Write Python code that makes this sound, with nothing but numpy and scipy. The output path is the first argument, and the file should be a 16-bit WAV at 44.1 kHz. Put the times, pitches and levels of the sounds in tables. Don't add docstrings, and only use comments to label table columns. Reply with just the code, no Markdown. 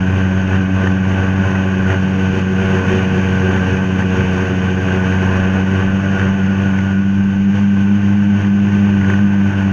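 import sys
import numpy as np
from scipy import signal
from scipy.fft import rfft, irfft
from scipy.io import wavfile

SR = 44100
rng = np.random.default_rng(int(sys.argv[2]) if len(sys.argv) > 2 else 0)


def generate_wav(sig):
    pcm = np.round(np.clip(np.atleast_2d(sig).T, -1, 1) * 32767).astype(np.int16)
    wavfile.write(sys.argv[1], SR, pcm)


N = 428652

# f/Hz, density/dB per Hz
RUSH_SPECTRUM = [(20, -6), (45, -6), (80, -6), (250, -4), (430, -1.5), (560, -4), (730, -5), (850, -3.5),
                 (1150, -3.5), (1450, -2.5), (1800, -4), (2050, -12), (2300, -11), (3000, -37.5)]
# f/Hz, density/dB per Hz
SPRAY_SPECTRUM = [(1500, -27.5), (2000, -3.5), (2350, 0.5), (2900, 1), (3200, -4), (3900, -21.5),
                  (4800, -19.5), (6700, -24.5), (7300, -31), (8500, -39), (9400, -33.5), (10800, -39.5),
                  (11600, -46), (15000, -59.5)]


def from_db(db):
    return 10 ** (np.asarray(db) / 20)


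def rms_one(x):
    return x / np.sqrt(np.mean(x ** 2) + 1e-20)


def in_time(rows):
    s, *columns = np.transpose(rows)
    return [np.interp(np.arange(N) / SR, s, column) for column in columns]


def drift(rate):
    hz = np.arange(N // 2 + 1) * SR / N
    lowpass = 1 / (1 + (hz / rate) ** 2)
    return rms_one(irfft(rfft(rng.standard_normal(N)) * lowpass, N))


def hump(s, length):
    offset = (np.arange(N) / SR - s) / length
    return np.cos(np.pi * np.clip(offset, -.5, .5)) ** 2


def resonate(x, hz, width):
    r = np.exp(-np.pi * width / SR)
    zeros = np.array([1, 0, -1]) * (1 - r * r) / 2
    poles = [1, -2 * r * np.cos(2 * np.pi * hz / SR), r * r]
    return signal.lfilter(zeros, poles, x)


def ring(x, modes):
    total = 0
    for hz, width, db in modes:
        once = resonate(x, hz, width)
        total = total + from_db(db) * resonate(once, hz, width)
    return rms_one(total)


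def housed(x, spectrum):
    # f/Hz, width at half the dB/Hz, level/dB
    housing_modes = [(472, 47, -14), (580, 57, -10), (878, 68, 4), (950, 18, -7), (1038, 23, 3),
                     (1269, 52, -15), (1371, 45, -10), (1483, 88, 6), (1547, 99, 4.5), (1720, 16, 1),
                     (2147, 66, -7.5), (2270, 33, -6.5), (2516, 45, 3), (3300, 190, -6), (5200, 330, -2.5),
                     (5666, 170, 8.5), (6397, 680, 13), (12200, 500, 3.5)]
    hz = np.arange(N // 2 + 1) * SR / N
    points_hz, points_db = np.transpose(spectrum)
    db = np.interp(np.log(hz + 1), np.log(points_hz), points_db, right=-np.inf)
    for centre, width, peak_db in housing_modes:
        db = db + peak_db * 2 ** -((2 * (hz - centre) / width) ** 2)
    return irfft(rfft(x) * rms_one(from_db(db)), N)


def swell(chop):
    # t of the crest/s, strength (about 0-1), length/s
    crests = [(0.157, 0.7, 0.48), (0.387, 0.5, 0.15), (0.538, 1, 0.24), (0.843, 0.87, 0.33),
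              (1.175, 0.9, 0.45), (1.512, 0.7, 0.45), (1.763, 0.28, 0.54), (1.919, 0.99, 0.2),
              (2.206, 0.4, 0.55), (2.375, 0.9, 0.14), (2.727, 0.8, 0.5), (2.96, 1, 0.33),
              (3.19, 0.38, 0.41), (3.395, 0.5, 0.63), (3.548, 0.65, 0.16), (3.707, 0.75, 0.31),
              (4.001, 0.9, 0.078), (4.171, 0.8, 0.27), (4.433, 0.7, 0.48), (4.671, 0.4, 0.12),
              (4.856, 0.5, 0.38), (5.07, 0.5, 0.54), (5.364, 0.7, 0.56), (5.576, 0.7, 0.14),
              (5.769, 0.82, 0.31), (6.054, 0.4, 0.11), (6.209, 0.88, 0.36), (6.477, 0.36, 0.45),
              (6.663, 0.6, 0.33), (6.849, 0.54, 0.34), (7.169, 0.1, 0.19), (7.337, 0.3, 0.13),
              (7.583, 1, 0.19), (7.78, 0.6, 0.2), (8.073, 0.5, 0.9), (8.413, 0.94, 0.23),
              (8.744, 0.62, 0.45), (8.901, 0.49, 0.16), (9.101, 0.92, 0.33), (9.584, 0.61, 0.55)]
    waves = sum(strength * hump(s, length) for s, strength, length in crests)
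    return np.maximum(waves + chop * drift(12), 0)


def follow(law_db, ride, wave):
    base_db, ride_db, wave_db = law_db
    return base_db + ride_db * ride + wave_db * wave


def partial(turns, order, flutter_db, sway, in_step=False):
    start = 0 if in_step else rng.random()
    phase = 2 * np.pi * (order * turns + start) + sway * drift(11)
    return rms_one(from_db(flutter_db * drift(18)) * np.cos(phase))


def tuned_pipe(speed, wave):
    # t/s, deepest loss of the second order/dB
    dunks = [(.13, 5), (.5, 7), (1.21, 5.5), (1.46, 11), (1.93, 16), (2.38, 5), (2.68, 4), (2.82, 13),
             (3.69, 9), (4.46, 10), (4.82, 9), (5.8, 7), (6.2, 8), (6.63, 1.5), (7.58, 3.5), (8.0, 5),
             (8.41, 12), (8.7, 4.5), (9.02, 3), (9.53, 9)]
    dunk_s = 0.098
    second_db, cruise_hz = -15.5, 94.95
    tuning_db_per_hz, wave_damping_db = 0.82, 2.0
    choke_db = sum(loss_db * hump(s, dunk_s) for s, loss_db in dunks)
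    return second_db + tuning_db_per_hz * (speed - cruise_hz) - wave_damping_db * wave - choke_db


def drone(turns, first_db, second_db, third_db):
    first = from_db(first_db) * partial(turns, order=1, flutter_db=1.3, sway=0.05, in_step=True)
    second = from_db(second_db) * partial(turns, order=2, flutter_db=1.28, sway=0.18, in_step=True)
    third = from_db(third_db) * partial(turns, order=3, flutter_db=2.0, sway=.16, in_step=True)
    return -(first + second + third)


def bark(turns, orders, level_db):
    total = 0
    for order, db in orders:
        tone = partial(turns, order=round(order), flutter_db=2.5, sway=0.032 * order)
        total = total + from_db(db) * tone
    return from_db(level_db) * total


def boom(turns, boom_db, bark_db):
    # f/Hz, width of each of two passes/Hz, relative level before scaling/dB
    hull_modes = [(116.3, 31, 0.5), (146.6, 14, 3.5), (203, 36, -9), (277.7, 130, -15), (361, 25, -6)]
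    # f/Hz, width of each of two passes/Hz, relative level before scaling/dB
    pipe_modes = [(210.5, 26, -1.5), (367.6, 37, -8.5), (527, 8.3, -18)]
    firings = np.diff(np.floor(4 * turns), prepend=0)
    hull_pulses, pipe_pulses = firings * rng.standard_normal((2, N))
    hull_ring = from_db(boom_db) * ring(hull_pulses, hull_modes)
    return hull_ring + from_db(bark_db + 2.0) * ring(pipe_pulses, pipe_modes)


def whine(turns, level_db):
    panel_hz, panel_width_hz = 1451.5, 18
    tone = partial(turns, order=15, flutter_db=1.0, sway=.3)
    return resonate(from_db(level_db) * tone, panel_hz, panel_width_hz)


def shudder(shake_hz, width_hz, level_db):
    return from_db(level_db) * ring(rng.standard_normal(N), [(shake_hz, width_hz, 0)])


def warble(level_db, whistle_hz, wander):
    cycles = np.cumsum(whistle_hz * (1 + wander * drift(9))) / SR
    return from_db(level_db) * partial(cycles, order=1, flutter_db=2.5, sway=0.14)


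def rattle(turns, sharpness):
    bursts = np.exp(sharpness * np.cos(2 * np.pi * turns))
    return rms_one(rng.standard_normal(N) * bursts * from_db(1.9 * drift(66)))


def drops(per_s, spread_db):
    sizes = from_db(spread_db * np.minimum(rng.exponential(1, N), 4))
    impacts = sizes * rng.choice([-1, 1], N)
    return rms_one(impacts * (rng.random(N) < per_s / SR))


def water(turns, rush_db, spray_db):
    churn, scatter = from_db(1.1 * drift(44)), from_db(.6 * drift(35))
    clatter = rattle(turns, sharpness=1.0)
    rush = rms_one(drops(per_s=5000, spread_db=2.0) + from_db(-5.5) * clatter)
    spray = rms_one(drops(per_s=14000, spread_db=2.0) + from_db(-15.0) * clatter)
    housed_rush = housed(rush * churn * from_db(rush_db), RUSH_SPECTRUM)
    return housed_rush + housed(spray * scatter * from_db(spray_db), SPRAY_SPECTRUM)


def slaps(decay_s, level_db, pocket_hz, rise_hz_per_s, pocket_db):
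    # t/s, relative level/dB
    hits = [(0.8706, -9.5), (1.2768, -19.5), (1.5515, -14.5), (1.9011, -12), (1.9427, -15.5), (3.5753, -14),
            (4.0207, -17), (6.194, -11.5), (6.2134, -12), (6.788, -16.5), (7.5885, -17.5), (8.4446, -16.5),
            (9.0111, -16.5), (9.044, -19), (9.0988, -10.5), (9.1369, -13.5), (9.1882, -18.5)]
    age = np.arange(SR // 25) / SR
    shape = age / decay_s * np.exp(1 - age / decay_s)
    rise_hz = rise_hz_per_s * np.minimum(age, 2 * decay_s)
    splash, pockets = np.zeros((2, N))
    for (s, db), (size, start) in zip(hits, rng.standard_normal((len(hits), 2))):
        first = round(s * SR)
        span = slice(first, first + len(age))
        pitch = pocket_hz * np.exp(.08 * size) + rise_hz
        tone = np.sin(2 * np.pi * np.cumsum(pitch) / SR + start)
        splash[span] += from_db(db + level_db) * shape * rng.standard_normal(len(age))
        pockets[span] += from_db(db + pocket_db) * shape * tone
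    return housed(splash, RUSH_SPECTRUM) + from_db(-9.5) * housed(splash, SPRAY_SPECTRUM) + pockets


def scene():
    # t/s, crank rate f/Hz before a slight random drift
    crank_curve = [(0, 93), (.6, 94.4), (.85, 94), (1.5, 94.7), (2.6, 94.3), (4.7, 92.6), (5.33, 93.8),
                   (5.8, 95.4), (6.03, 97), (6.36, 96), (6.85, 97.1), (7.45, 98.8), (7.59, 100),
                   (7.68, 100), (7.78, 98.3), (7.92, 100.4), (8.05, 99.8), (8.18, 100.8), (8.6, 100.3),
                   (8.93, 100), (9.05, 97.5), (9.24, 100.6), (9.66, 97)]
    # t/s, draught (0 skimming, 1 deep), labour of engine and jet (0 light, 1 heavy),
    # imbalance of the cylinders/dB
    ride_curve = [(0, 0.82, 0.52, 2.5), (1.2, 0.86, .52, 1.5), (1.55, 1.01, 0.64, 2), (2.3, 0.78, 0.8, -1),
                  (2.7, 0.97, 1, -1), (3.4, 0.96, 0.94, 0.5), (4.4, 0.93, 0.96, -0.5),
                  (5.35, 1.07, 0.83, 1), (5.9, 0.83, .68, 0.4), (6.7, 0.68, 0.46, -1),
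                  (7.05, 0.2, 0.076, -1), (7.6, 0, 0.091, -1.4), (8.4, 0.14, 0.1, -0.5),
                  (9, 0.46, 0.36, 0.9), (9.72, 0.53, 0.16, 1)]
    # multiple of the crank rate, level against the bark/dB
    bark_orders = [(4, -1), (5, -1.5)]
    # multiple of the crank rate, level against the buzz/dB
    buzz_orders = [(6, -4), (7, -5.5), (8, -8.5), (9, -12.5), (10, -20), (11, -14), (12, -11), (13, -16),
                   (14, -20.5), (16, -10), (17, -7.5), (18, -9), (20, -15), (27, -13)]
    # base level/dB, rise at full draught or labour/dB,
    # rise on a full wave/dB
    first_law = (-21, -1.1, 5.5)
    third_law = (-30.0, 0.55, 1.5)
    bark_law = (-46.0, 15, 6.5)
    buzz_law = (-45.5, 12, 4.5)
    boom_law = (-32.5, 8, 1.6)
    rush_law = (-35, 6, 5)
    spray_law = (-40.5, 5.6, 4.5)
    pump_law = (-42, 4, 3.5)
    whine_law = (-38.5, 2.5, 8)

    speed, = in_time(crank_curve)
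    draught, labour, imbalance_db = in_time(ride_curve)
    wave = swell(chop=.1)
    turns = np.cumsum(speed * (1 + .004 * drift(9))) / SR
    first_db = follow(first_law, draught, wave) + imbalance_db
    second_db = tuned_pipe(speed, wave)
    third_db = follow(third_law, draught, wave) + imbalance_db
    bark_db = follow(bark_law, labour, wave)
    exhaust = drone(turns, first_db, second_db, third_db)
    exhaust = exhaust + bark(turns, bark_orders, bark_db)
    exhaust = exhaust + bark(turns, buzz_orders, follow(buzz_law, draught, wave))
    hull = boom(turns, follow(boom_law, labour, wave), bark_db)
    hull = hull + whine(turns, follow(whine_law, draught, wave))
    hull = hull + shudder(shake_hz=16.5, width_hz=6.2, level_db=-38.5)
    pump = warble(follow(pump_law, draught, wave), whistle_hz=1545, wander=.017)
    wash = water(turns, follow(rush_law, draught, wave), follow(spray_law, labour, wave))
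    knocks = slaps(decay_s=0.0019, level_db=-10.0, pocket_hz=1481.4, rise_hz_per_s=110000, pocket_db=-5.5)
    return (exhaust + hull + pump + wash + knocks)[None]


def record(dry):
    cutoff_hz = 15700
    opening = np.minimum(np.arange(N) / (.005 * SR), 1)
    lowpass = signal.ellip(10, .1, 80, cutoff_hz, fs=SR, output="sos")
    return signal.sosfilt(lowpass, dry * opening)


dry = scene()
out = record(dry)
generate_wav(out)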